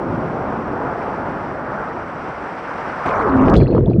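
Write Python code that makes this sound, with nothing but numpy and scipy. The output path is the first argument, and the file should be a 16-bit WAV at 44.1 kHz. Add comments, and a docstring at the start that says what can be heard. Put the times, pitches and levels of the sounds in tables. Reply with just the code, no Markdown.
"""Wind buffets the microphone while a surfboard planes through shallow sea, its bow wave churning and spraying.
At three seconds the rider falls: a splash closes in around a booming air pocket and the microphone goes under.
With a crack of high pings, big bubbles rumble and gurgle, small ones pop, water slaps the case, knocks ring it.
Water is shaped noise plus swarms of ringing clicks; bubbles, pings, air pocket and case are sines; slaps are noise."""
import sys
import numpy as np
from scipy import signal
from scipy.fft import rfft, irfft
from scipy.io import wavfile

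SR = 44100
rng = np.random.default_rng(int(sys.argv[2]) if len(sys.argv) > 2 else 0)


def persist_wave(psi):
    """Save psi, clipped to +-1, as 16-bit WAV."""
    counts = np.round(np.clip(psi, -1, 1) * 32767).astype(np.int16)
    wavfile.write(sys.argv[1], SR, np.atleast_2d(counts).T)


N = 176400
T = np.arange(N) / SR  # time of each sample, s

# loudness during the ride: t/s, wind level/dB, bow wave level/dB, spray level/dB
RIDE_LEVELS = [(0, -26, -27, -46.5), (0.15, -21, -26.5, -45.5), (0.29, -25, -27.5, -45),
               (0.35, -26, -24.5, -45), (0.65, -27.5, -26, -45.5), (0.88, -27, -23.7, -45.5),
               (1.02, -31, -25.5, -43.5), (1.22, -28, -25, -44.5), (1.4, -30, -27.5, -44.5),
               (1.63, -31, -27, -47), (1.77, -30.5, -23.5, -45), (2.05, -33.5, -28.5, -45),
               (2.65, -35, -28, -41.5), (3.03, -34.5, -24.5, -40)]
# loudness during the fall: t/s, bass level/dB, churning water level/dB, spray level/dB
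FALL_LEVELS = [(3.06, -20, -15, -31), (3.088, -25.5, -17, -32.5), (3.105, -34, -20, -36.5),
               (3.14, -29, -17, -36), (3.29, -23, -19.5, -40.5), (3.46, -14.5, -18.5, -38),
               (3.535, -11, -15, -43)]
# loudness under water: t/s, rumble level/dB, gurgle level/dB, fizz level/dB
DIVE_LEVELS = [(3.565, -18.5, -12.5, -32), (3.63, -11.5, -16, -29.5), (3.665, -18, -22, -34.5),
               (3.76, -19, -12, -32.5), (3.83, -18, -19.5, -39.5), (3.91, -23, -17, -39.5),
               (3.97, -18.5, -20.5, -49)]
# tone colour of the wind, bow wave and its spray: f/Hz, level/dB
RIDE_COLOUR = [(25, -17.5), (70, -6.5), (140, -2.5), (260, -0.5), (380, -2), (700, -0.5), (1420, -5),
               (2000, -17.5), (3000, -32), (3900, -41), (5800, -40), (6400, -52), (8500, -51), (11000, -72)]
# tone colour of the splash: f/Hz, level/dB
SPLASH_COLOUR = [(25, -1), (90, -1), (260, 2.5), (450, -2), (1200, -4), (1600, -13), (3800, -45.5),
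                 (5800, -48.5), (6600, -57), (9000, -60), (12000, -87.5)]
# tone colour of the water below the surface: f/Hz, level/dB
DEEP_COLOUR = [(20, -9), (60, -1.5), (130, 2), (450, -0.5), (800, -20), (1500, -33), (5000, -59),
               (6500, -69)]
# pitch of the air pocket, mostly falling as it opens: t/s, f/Hz, level/dB
AIR_POCKET = [(3.14, 522.6, -32), (3.26, 421, -18.5), (3.3, 280.2, -21.5), (3.355, 256.7, -9.5),
              (3.45, 266.7, -13), (3.56, 224.4, -17.5)]
# water slapping the case: t/s, peak level/dB, upper edge of the noise f/Hz, decay to 1/e t/s
CASE_SLAPS = [(3.483, -12, 1900, 0.0049), (3.498, -28, 5900, .0026), (3.539, -21, 3200, 0.0049),
              (3.554, -17.5, 3000, 0.0052), (3.565, -32, 6500, 0.014), (3.601, -12, 1160, .004),
              (3.749, -10.5, 1150, .0018), (3.78, -13.5, 1200, 0.0012)]
# bubbles heard one by one, and three short high pings that make the crack of the plunge at 3.565 s:
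# t/s, starting pitch f/Hz, peak level/dB
BUBBLES_AND_PINGS = [(3.514, 1015, -16), (3.523, 253, -7.5), (3.555, 58, -6.5), (3.564, 3420, -28.5),
                     (3.565, 4010, -23), (3.565, 4570, -28), (3.574, 177, -14), (3.583, 432, -6.5),
                     (3.585, 222, -11), (3.612, 2360, -29.5), (3.621, 376, -4.5), (3.66, 1900, -33),
                     (3.669, 2610, -32), (3.697, 347, -11), (3.722, 617, -16), (3.728, 2510, -37.5),
                     (3.749, 476, -8.5), (3.753, 106.5, -14), (3.778, 956, -20), (3.784, 300, -10),
                     (3.813, 119, -9), (3.859, 3450, -35.5), (3.868, 620, -19), (3.875, 114, -8),
                     (3.878, 188, -7), (3.897, 398, -11.5), (3.912, 690, -19.5), (3.934, 2450, -35.5),
                     (3.936, 120, -10), (3.943, 316, -8.5), (3.98, 186.5, -4)]
# knocks that set the case ringing: t/s, level/dB, strongest near f/Hz
CASE_KNOCKS = [(3.566, -35, 3450), (3.573, -39.5, 4450), (3.603, -41, 4400), (3.63, -41, 3800),
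               (3.677, -45.5, 4210), (3.703, -47.5, 4200), (3.752, -54, 4270), (3.899, -50.5, 3870),
               (3.902, -62, 4790), (3.938, -64, 4040)]
# ringing modes of the case: f/Hz, level/dB, time to fall by 60 dB t/s
CASE_MODES = [(3370, 1.5, .13), (3960, 6, .04), (4260, 0.5, 0.14), (4600, -0.5, .08), (4790, -0.5, 0.071)]

FALL_S, UNDER_S = 3.058, 3.551  # the rider falls; the microphone goes under
CROSSFADE_S = .014  # full length of a fade
LOWS_HZ, MIDS_HZ, HIGHS_HZ = (25, 400), (400, 2000), (2000, 13000)
RUMBLE_HZ, GURGLE_HZ, FIZZ_HZ = (20, 150), (150, 700), (700, 7000)
# tilts act on each side of 1 kHz, in opposite directions
BRIGHTEN_DB_PER_S = 1.92  # the bow wave grows thinner and brighter as the board turns
DARKEN_DB_PER_S = 11  # the splash dulls as the water closes over the microphone
BUBBLE_RISE = 0.075  # share by which the pitch climbs while a bubble or ping rings
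BUBBLE_CYCLES, CYCLES_GROWTH = 27, 0.41  # cycles of ringing at 1 kHz; power by which they grow with pitch
CASE_WAVER = .01  # typical share by which passing bubbles detune the case
FOCUS_DB_PER_OCTAVE = 57.5  # modes away from a knock's pitch ring less
KNOCK_ATTACK_S = 0.0014  # soft contact
CUTOFF_HZ = 15700


def from_db(db):
    """Turn decibels into a multiplying factor."""
    return 10 ** (np.asarray(db) / 20)


def rms_one(x):
    """Scale a sound to an average power of 1."""
    return x / np.sqrt(np.mean(x ** 2) + 1e-20)


def in_time(rows):
    """Draw straight lines between a table's points, giving each column a value at every sample."""
    times, *columns = np.transpose(rows)
    return [np.interp(T, times, column) for column in columns]


def after(s):
    """Fade from 0 to 1, centred on a moment."""
    return np.clip((T - s) / CROSSFADE_S + .5, 0, 1)


def drift(rate):
    """Slow random motion with spread 1: smoothed noise, worked out at every 40th sample."""
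    r = np.exp(-80 * np.pi * rate / SR)
    noise = rng.standard_normal(N // 40 + 2002)
    slow = signal.lfilter([1], [1, -2 * r, r * r], noise)[2000:]  # skip the filter's start
    return np.interp(np.arange(N) / 40, np.arange(len(slow)), rms_one(slow))


def ring(clicks, hz, t60):
    """A resonance: each unit click starts a sine of height about 1 that falls by 60 dB in t60 seconds."""
    r = np.exp(-np.log(1000) / (t60 * SR))
    w = 2 * np.pi * hz / SR
    return signal.lfilter([0, np.sin(w)], [1, -2 * r * np.cos(w), r * r], clicks + 1e-18)


def add(out, s, sound):
    """Mix a sound in, starting at s seconds."""
    start = int(np.clip(s * SR, 0, N - 1))
    out[start:start + len(sound)] += sound[:N - start]


def tilted(x, tilt_db):
    """Raise what lies above 1 kHz and lower what lies below, by the same decibels."""
    low = signal.sosfiltfilt(signal.butter(2, 1000, fs=SR, output="sos"), x)
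    high = x - low
    return low * from_db(-tilt_db) + high * from_db(tilt_db)


def bubble_swarm(low, high, per_s, cycles, size_db):
    """Bubbles at random moments, ringing at three pitches in a band; per_s counts each pitch."""
    swarm = np.zeros(N)
    for pitch in np.geomspace(low, high, 7)[1::2]:
        chance = rng.random(N) * SR / per_s
        born = np.flatnonzero(chance < 1)
        rarity = np.minimum(-np.log(chance[born] + 1e-9), 4)  # a few bubbles are much stronger
        clicks = np.zeros(N)
        clicks[born] = from_db(abs(size_db) * rarity) * (-1.) ** born
        swarm += ring(clicks, pitch, cycles / pitch)
    return swarm


def water(spectrum, band, per_s, cycles, size_db, grain_db, patchy_db):
    """Turbulence and ringing bubbles in roughly third-octave bands that swell on their own; rms 1."""
    hz = np.arange(N // 2 + 1) * SR / N + 1e-3
    count = int(np.log2(band[1] / band[0]) * 3) + 1
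    edges = np.geomspace(*band, count + 1)
    out = 0
    for low, high in zip(edges, edges[1:]):
        swarm = bubble_swarm(low, high, per_s / (count * 3), cycles, size_db)
        noise = rfft(rng.standard_normal(N))
        eddies = irfft(noise * ((hz >= low) & (hz < high)), N)
        mix = rms_one(eddies) + from_db(grain_db) * rms_one(swarm)
        out = out + np.sqrt(high - low) * mix * from_db(patchy_db * drift(26))
    points = np.array(spectrum)
    colour = from_db(np.interp(np.log(hz), np.log(points[:, 0]), points[:, 1]))
    # fade out steeply beyond both ends of the band
    skirts = 1 / np.sqrt((1 + (.9 * band[0] / hz) ** 24) * (1 + (hz / band[1] / 1.1) ** 24))
    return rms_one(irfft(rfft(out) * colour * skirts, N))


def wind():
    """Wind buffeting the microphone: low noise whose level follows the ride until the fall."""
    wind_db, _, _ = in_time(RIDE_LEVELS)
    buffeting = water(RIDE_COLOUR, LOWS_HZ, per_s=420, cycles=7.1, size_db=1.5, grain_db=-13.0, patchy_db=1.43)
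    return from_db(wind_db) * buffeting * (1 - after(FALL_S))


def case_ring():
    """Each knock favours case modes near its own pitch; passing bubbles make the ring waver and break up."""
    out = 0
    for hz, mode_db, t60 in CASE_MODES:
        level = np.zeros(N)
        fade = np.tanh(T / KNOCK_ATTACK_S) * np.exp(-np.log(1000) * T / t60)
        for s, db, focus_hz in CASE_KNOCKS:
            octaves_away = abs(np.log2(hz / focus_hz))
            add(level, s, from_db(db + mode_db - FOCUS_DB_PER_OCTAVE * octaves_away) * fade)
        phase = 2 * np.pi * np.cumsum(hz * (1 + CASE_WAVER * drift(90))) / SR
        out = out + level * from_db(1.8 * drift(80)) * np.sin(phase)
    return out


def slaps():
    """Water slapping the case: short bursts of noise, kept above 350 Hz and below each slap's upper edge."""
    out = np.zeros(N)
    t = T[:SR // 20]
    for s, db, bright_hz, decay_s in CASE_SLAPS:
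        burst = rng.standard_normal(len(t)) * np.exp(-t / decay_s)
        edges_hz = [350, np.clip(bright_hz, 600, SR / 3)]
        burst = signal.sosfilt(signal.butter(3, edges_hz, "band", fs=SR, output="sos"), burst)
        add(out, s, from_db(db) * burst / np.abs(burst).max())
    return out


def underwater():
    """Rumble and gurgle of large bubbles, with a faint fizz of small ones."""
    rumble_db, gurgle_db, fizz_db = in_time(DIVE_LEVELS)
    rumble = water(DEEP_COLOUR, RUMBLE_HZ, per_s=250, cycles=8.1, size_db=4.5, grain_db=-5.5, patchy_db=1.0)
    gurgle = water(DEEP_COLOUR, GURGLE_HZ, per_s=350, cycles=10, size_db=2.0, grain_db=2.5, patchy_db=2.2)
    fizz = water(DEEP_COLOUR, FIZZ_HZ, per_s=500, cycles=20, size_db=2.5, grain_db=5, patchy_db=3.0)
    mix = from_db(rumble_db) * rumble + from_db(gurgle_db) * gurgle + from_db(fizz_db) * fizz
    return mix * after(UNDER_S)


def bubble_or_ping(hz, cycles):
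    """A sine that swells over its first cycle, then dies as its pitch climbs; peak 1."""
    age = np.arange(int(cycles / hz * SR)) * hz / (cycles * SR)  # from 0 to 1
    tone = np.sin(2 * np.pi * cycles * (age + BUBBLE_RISE * age ** 2 / 2))
    tone = tone * np.exp(-np.log(1000) * age) * np.tanh(cycles * age) ** 2
    return tone / np.abs(tone).max()


def bubbles_and_plunge_crack():
    """Gulps and pops of single bubbles, and three high pings, made the same way, that crack at the plunge."""
    out = np.zeros(N)
    for s, hz, db in BUBBLES_AND_PINGS:
        cycles = BUBBLE_CYCLES * (hz / 1000) ** CYCLES_GROWTH  # higher ones ring for more cycles
        add(out, s, from_db(db) * bubble_or_ping(hz, cycles))
    return out


def air_pocket():
    """The cavity behind the body booms: a sine of unsteady, mostly falling pitch until it closes."""
    hz, db = in_time(AIR_POCKET)
    unsteady_hz = hz * (1 + .02 * drift(50))
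    tone = np.sin(2 * np.pi * np.cumsum(unsteady_hz) / SR) * from_db(1.5 * drift(30))
    closing_s = AIR_POCKET[-1][0]
    return from_db(db) * tone * after(FALL_S) * (1 - after(closing_s))


def splash():
    """The rider hits the water: a heavier, lumpier rush whose churning middle darkens."""
    bass_db, churn_db, spray_db = in_time(FALL_LEVELS)
    bass = water(SPLASH_COLOUR, LOWS_HZ, per_s=200, cycles=11.0, size_db=0.0, grain_db=-2, patchy_db=0.0)
    churn = water(SPLASH_COLOUR, MIDS_HZ, per_s=2800, cycles=34, size_db=3.0, grain_db=-3, patchy_db=1.8)
    spray = water(SPLASH_COLOUR, HIGHS_HZ, per_s=2200, cycles=12, size_db=0.5, grain_db=-2.0, patchy_db=4.5)
    # bright at first, neutral halfway, dull at the end
    tilt_db = DARKEN_DB_PER_S * ((FALL_S + UNDER_S) / 2 - np.clip(T, FALL_S, UNDER_S))
    churn = tilted(from_db(churn_db) * churn, tilt_db)
    mix = from_db(bass_db) * bass + churn + from_db(spray_db) * spray
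    return mix * after(FALL_S) * (1 - after(UNDER_S))


def bow_wave():
    """The board's churning bow wave and its spray: two bands of water that surge together."""
    _, wave_db, spray_db = in_time(RIDE_LEVELS)
    surge_db = .5 * drift(18)
    wave = water(RIDE_COLOUR, MIDS_HZ, per_s=2500, cycles=9.8, size_db=2.5, grain_db=-4, patchy_db=1.23)
    spray = water(RIDE_COLOUR, HIGHS_HZ, per_s=10000, cycles=2.5, size_db=0.5, grain_db=-3.5, patchy_db=0.65)
    wave = tilted(from_db(wave_db + surge_db) * wave, BRIGHTEN_DB_PER_S * (T - FALL_S / 2))
    return (wave + from_db(spray_db + surge_db) * spray) * (1 - after(FALL_S))


def scene():
    """Ride, fall and dive, added together at one microphone."""
    above = wind() + bow_wave() + splash() + air_pocket()
    below = underwater() + bubbles_and_plunge_crack() + slaps() + case_ring()
    return (above + below)[None]


def record(dry):
    """Round off the highest peaks, then cut the top of the treble."""
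    rounded = dry / (1 + (dry / .98) ** 8) ** (1 / 8)
    return signal.sosfilt(signal.cheby2(12, 70, CUTOFF_HZ, fs=SR, output="sos"), rounded)


dry = scene()
out = record(dry)
persist_wave(out)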